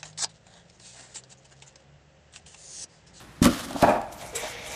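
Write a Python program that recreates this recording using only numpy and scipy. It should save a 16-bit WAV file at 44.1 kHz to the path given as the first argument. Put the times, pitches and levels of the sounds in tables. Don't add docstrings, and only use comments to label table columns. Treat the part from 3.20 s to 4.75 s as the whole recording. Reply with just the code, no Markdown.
import sys
import numpy as np
from scipy import signal
from scipy.fft import rfft, irfft, next_fast_len
from scipy.io import wavfile
from scipy.ndimage import uniform_filter1d

SR = 44100
rng = np.random.default_rng(int(sys.argv[2]) if len(sys.argv) > 2 else 0)


def wrap_up_sound(samples):
    columns = np.atleast_2d(samples).T
    tamed = np.clip(columns, -1, 1)
    steps = np.round(tamed * 32767).astype(np.int16)
    wavfile.write(sys.argv[1], SR, steps)


def makeup_ratio(level_db):
    decades = np.asarray(level_db, float) / 20
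    return 10 ** decades


N = 68355

# frequency in Hz, relative level in dB, decay time t60 in s.
BOX_MODES = [(120, -24.5, 0.3), (182.7, -10, 0.124), (241.5, -0.5, 0.098), (282.1, -1, 0.095),
             (335, -2.5, 0.047), (558, -6, 0.044), (1164, -8, 0.051), (1377, -7.5, 0.033),
             (1920, -24, 0.042)]
# frequency in Hz, relative level in dB, decay time t60 in s.
LID_MODES = [(339, -12.5, 0.044), (548, -12.5, 0.046), (612.5, -1.5, 0.064), (689.4, -1, 0.078),
             (792.4, -2.5, 0.048), (861, -1.5, 0.038), (952, -7.5, 0.054), (1136, -12.5, 0.043),
             (1358, -7, 0.016), (1680, -6.5, 0.014), (2465, -10, 0.012)]


def rms_one(x):
    return x / np.sqrt(np.mean(x ** 2) + 1e-20)


def gain_curve(rows):
    s, db = np.transpose(rows)
    times = np.r_[s[0] - .004, s, s[-1] + .02]
    return makeup_ratio(np.interp(np.arange(N) / SR, times, np.r_[-100, db, -100]))


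def swell(start_s, rise_s, fall_s):
    t = np.maximum(np.arange(N) / SR - start_s, 0)
    shape = (1 - np.exp(-t / rise_s)) ** 2 * np.exp(-t / fall_s)
    return shape / shape.max()


def drift(rate_hz):
    r = np.exp(-2 * np.pi * rate_hz / SR)
    noise = rng.standard_normal(N + SR)
    return rms_one(signal.lfilter([1], [1, -2 * r, r * r], noise)[SR:])


def ring(x, hz, t60):
    r, w = makeup_ratio(-60 / (t60 * SR)), 2 * np.pi * hz / SR
    return signal.lfilter([0, np.sin(w)], [1, -2 * r * np.cos(w), r * r], x + 1e-18)


def grains(per_s, spread_db):
    sizes = makeup_ratio(spread_db * np.minimum(rng.exponential(1, N), 5)) * rng.choice([-1, 1], N)
    return rms_one(sizes * (rng.random(N) < per_s / SR))


def friction_grains():
    return grains(per_s=7000, spread_db=2.5)


def colour(x, spectrum, patchy_db):
    out, edges = 0, 22 * 2 ** np.arange(0, 9.6, .5)
    hz, db = np.transpose(spectrum)
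    for low, high in zip(edges, edges[1:]):
        band_db = np.interp(np.log(low * high) / 2, np.log(hz), db, left=-80)
        if band_db > -70:
            band_filter = signal.butter(2, [low, high], "band", fs=SR, output="sos")
            band = signal.sosfilt(band_filter, x * rng.choice([-1, 1], N))
            out = out + makeup_ratio(band_db + patchy_db * drift(10.3)) * band
    return rms_one(out)


def knocks(contacts, modes, neighbour):
    mode_spread_db = 2.5
    out, chance = np.zeros(N), rng.standard_normal((len(contacts), len(modes)))
    for (s, db, cut_hz), luck in zip(contacts, chance):
        click = np.zeros(N)
        click[int(s * SR)] = -makeup_ratio(db - 5.5)
        softened = signal.sosfilt(signal.butter(2, cut_hz, fs=SR, output="sos"), click + 1e-18)
        for k, (hz, mode_db, t60) in enumerate(modes):
            strength = neighbour ** k * makeup_ratio(mode_db + mode_spread_db * luck[k])
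            out += strength * ring(softened, hz, t60)
    return out


def rattle(curve, modes, trim_db):
    even_s, even_share = 0.017, 0.58
    rung = rms_one(sum(makeup_ratio(db) * ring(grains(per_s=2500, spread_db=3), hz, t60) for hz, db, t60 in modes))
    power = uniform_filter1d(uniform_filter1d(rung ** 2, int(even_s * SR)), int(even_s * SR / 2))
    evened = rms_one(rung / (power + .05) ** (even_share / 2))
    return makeup_ratio(trim_db) * gain_curve(curve) * evened


def room_tone():
    # frequency in Hz, relative density in dB per Hz.
    air = [(13, -31), (22, -4), (147, -3.5), (326, -8), (467, -19), (598, -15.5), (667, -11.5),
           (954, -14.5), (1040, -13), (1360, -14), (2950, -22.5), (12700, -33), (15800, -62)]
    # frequency in Hz, middle level in dB.
    hum_lines = [(60, -55), (122, -56)]
    t = np.arange(N) / SR
    hum = sum(makeup_ratio(db + 0.83 * drift(6.6)) * np.sin(2 * np.pi * hz * t) for hz, db in hum_lines)
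    return makeup_ratio(-49) * colour(rng.standard_normal(N), air, patchy_db=-0.6) + hum


def flaps():
    # time in seconds, level in dB.
    fading_rustle = [(0, -49), (.02, -50), (.05, -57)]
    # time in seconds, level in dB.
    scrape = [(.217, -39.5), (.227, -27), (.245, -22.5), (.27, -25), (.284, -36.5), (.33, -34), (.386, -36),
              (.4, -33), (.42, -39.5), (.45, -37.5), (.47, -45), (.496, -42.5), (.544, -45.5),
              (.602, -37.5), (.626, -31), (.656, -40.5), (.698, -38), (.854, -68), (.89, -81)]
    # frequency in Hz, relative density in dB per Hz.
    card = [(410, -27), (700, 10), (747, -22), (787, -8.5), (1370, 1), (2220, -14), (3150, -5.5),
            (5570, -11), (10100, -15), (15500, -24.5)]
    gain = gain_curve(scrape) + gain_curve(fading_rustle)
    return gain * colour(friction_grains(), card, patchy_db=1.0)


def box_knocks():
    # start in seconds, relative strength in dB, contact cut-off in Hz.
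    contacts = [(.2178, -4.5, 326), (.247, -19, 410), (.2615, -17, 890), (.266, -18.5, 500),
                (.5535, -27.5, 497), (.627, -15, 880)]
    return knocks(contacts, BOX_MODES, 0.97)


def box_rattle():
    # time in seconds, level in dB ahead of the trim.
    curve = [(.219, -40), (.228, -17), (.24, -37), (.262, -4), (.274, -11.5), (.314, -27), (.412, -43.5),
             (.47, -36), (.54, -35.5), (.56, -28.5), (.6, -52), (.635, -36), (.66, -29), (.7, -25),
             (.8, -39.5), (.9, -56)]
    return rattle(curve, BOX_MODES, trim_db=-4)


def cracks():
    # start in seconds, noise level in dB ahead of the band filter, decay time t60 in s.
    bursts = [(0.2266, -14, 0.017), (0.2422, -17, 0.04), (0.2545, -8, 0.0093), (0.5074, -34, 0.025),
              (0.531, -29, 0.011), (0.624, -16.5, 0.011), (0.8153, -34, 0.014), (0.9236, -40.5, 0.069)]
    t, out = np.arange(2048) / SR, np.zeros(N + 2048)
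    for (s, db, t60), noise in zip(bursts, rng.standard_normal((len(bursts), 2048))):
        out[int(s * SR):][:2048] += makeup_ratio(db - 60 * t / t60) * noise
    bright = signal.butter(2, [1700, 9600], "band", fs=SR, output="sos")
    return signal.sosfilt(bright, out[:N])


def lid_knocks():
    # start in seconds, relative strength in dB, contact cut-off in Hz.
    contacts = [(.445, -37, 1500), (.505, -28, 1500), (.558, -24, 1000), (.6275, -10.5, 2500),
                (.6345, -8.5, 1540), (.642, -10, 1180), (1.226, -39, 1200), (1.262, -38, 1530)]
    return knocks(contacts, LID_MODES, -1.06)


def lid_shudder():
    # time in seconds, level in dB ahead of the trim.
    curve = [(.47, -51), (.52, -49), (.6, -51), (.632, -22), (.645, -15), (.66, -28), (.69, -15),
             (.72, -22.5), (.755, -24.5), (.8, -31.5), (.898, -43.5), (.996, -49), (1.022, -40),
             (1.116, -48.5), (1.212, -48), (1.24, -33), (1.298, -48.5), (1.372, -51), (1.55, -41.5)]
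    return rattle(curve, LID_MODES, trim_db=0.5)


def brush():
    # time in seconds, level in dB.
    strokes = [(0.9, -79), (0.926, -48.5), (0.958, -52.5), (1.024, -43), (1.094, -53.5), (1.144, -54.5),
               (1.156, -32), (1.192, -42), (1.29, -42), (1.366, -54), (1.508, -45.5), (1.55, -46)]
    # frequency in Hz, relative density in dB per Hz.
    skin = [(880, 7), (1500, -10), (2670, -13), (5040, -6), (5670, -5), (6750, -4.5), (11800, -8),
            (15500, -19)]
    return gain_curve(strokes) * colour(friction_grains(), skin, patchy_db=4.0)


def slide():
    # time in seconds, level in dB ahead of a 2 dB lift.
    strokes = [(1.0, -55), (1.024, -49), (1.114, -55.5), (1.146, -49), (1.152, -42.5), (1.28, -37.5),
               (1.284, -43), (1.502, -44), (1.55, -41)]
    # frequency in Hz, nominal width in Hz (t60 is 1.9 / width), level in dB.
    hollow = [(480, 39, -5.5), (2020, 480, 1.5), (2307, 115, 1.5), (2660, 290, -5.5), (3290, 310, -3),
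              (3640, 280, -2.5), (6020, 990, -6)]
    rub, rung = friction_grains(), 0
    for k, (hz, width_hz, db) in enumerate(hollow):
        resonance = rms_one(ring(rub, hz, 1.9 / width_hz))
        rung = rung + (-1) ** k * makeup_ratio(db + 1.14 * drift(17)) * resonance
    return makeup_ratio(2.0) * gain_curve(strokes) * rms_one(rung)


def push():
    hum = ring(rng.standard_normal(N), hz=470, t60=3.8 / 31)
    return makeup_ratio(-34.5) * swell(start_s=1.125, rise_s=0.031, fall_s=0.022) * rms_one(hum)


def squeak():
    # level in dB, for multiples 1 to 5 in turn.
    orders_db = [-44.5, -35.5, -37, -26.5, -54]
    pitch_hz = 1940 * (1 + 0.029 * drift(360))
    phase = 2 * np.pi * np.cumsum(pitch_hz) / SR
    tone = sum(makeup_ratio(db) * np.sin((k + 1) * phase) for k, db in enumerate(orders_db))
    return swell(start_s=1.151, rise_s=0.014, fall_s=0.0069) * tone


def room(x):
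    t60_s, wall_cut_hz = 0.32, 5200
    size = next_fast_len(N + SR)
    w = 2 * np.pi * np.arange(size // 2 + 1) / size
    dull = 1 / (1 + 1j * w * SR / (2 * np.pi * wall_cut_hz))
    response = 0
    for k, delay_s in enumerate(np.geomspace(.011, .037, num=8)):
        loop = makeup_ratio(-60 * delay_s / t60_s) * dull * np.exp(-1j * w * delay_s * SR)
        response = response + (-1) ** k * loop / (1 - loop)
    return irfft(rfft(x, size) * response, size)[:N]


def scene():
    hits = box_knocks() + cracks() + lid_knocks() + squeak()
    panels = box_rattle() + lid_shudder()
    rubs = flaps() + brush() + slide() + push()
    return (hits + makeup_ratio(-16) * room(hits) + panels + rubs + room_tone())[None]


def top_cut(x):
    return signal.sosfilt(signal.butter(12, 16150, fs=SR, output="sos"), x)


def record(dry):
    thin = signal.sosfilt(signal.butter(2, 31, "high", fs=SR, output="sos"), dry)
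    mic_top = 0.7
    rounded = mic_top * np.tanh(thin / mic_top)
    finished = signal.sosfilt(signal.cheby2(12, 70, 16100, fs=SR, output="sos"), rounded)
    return top_cut(finished)


dry = scene()
out = record(dry)
wrap_up_sound(out)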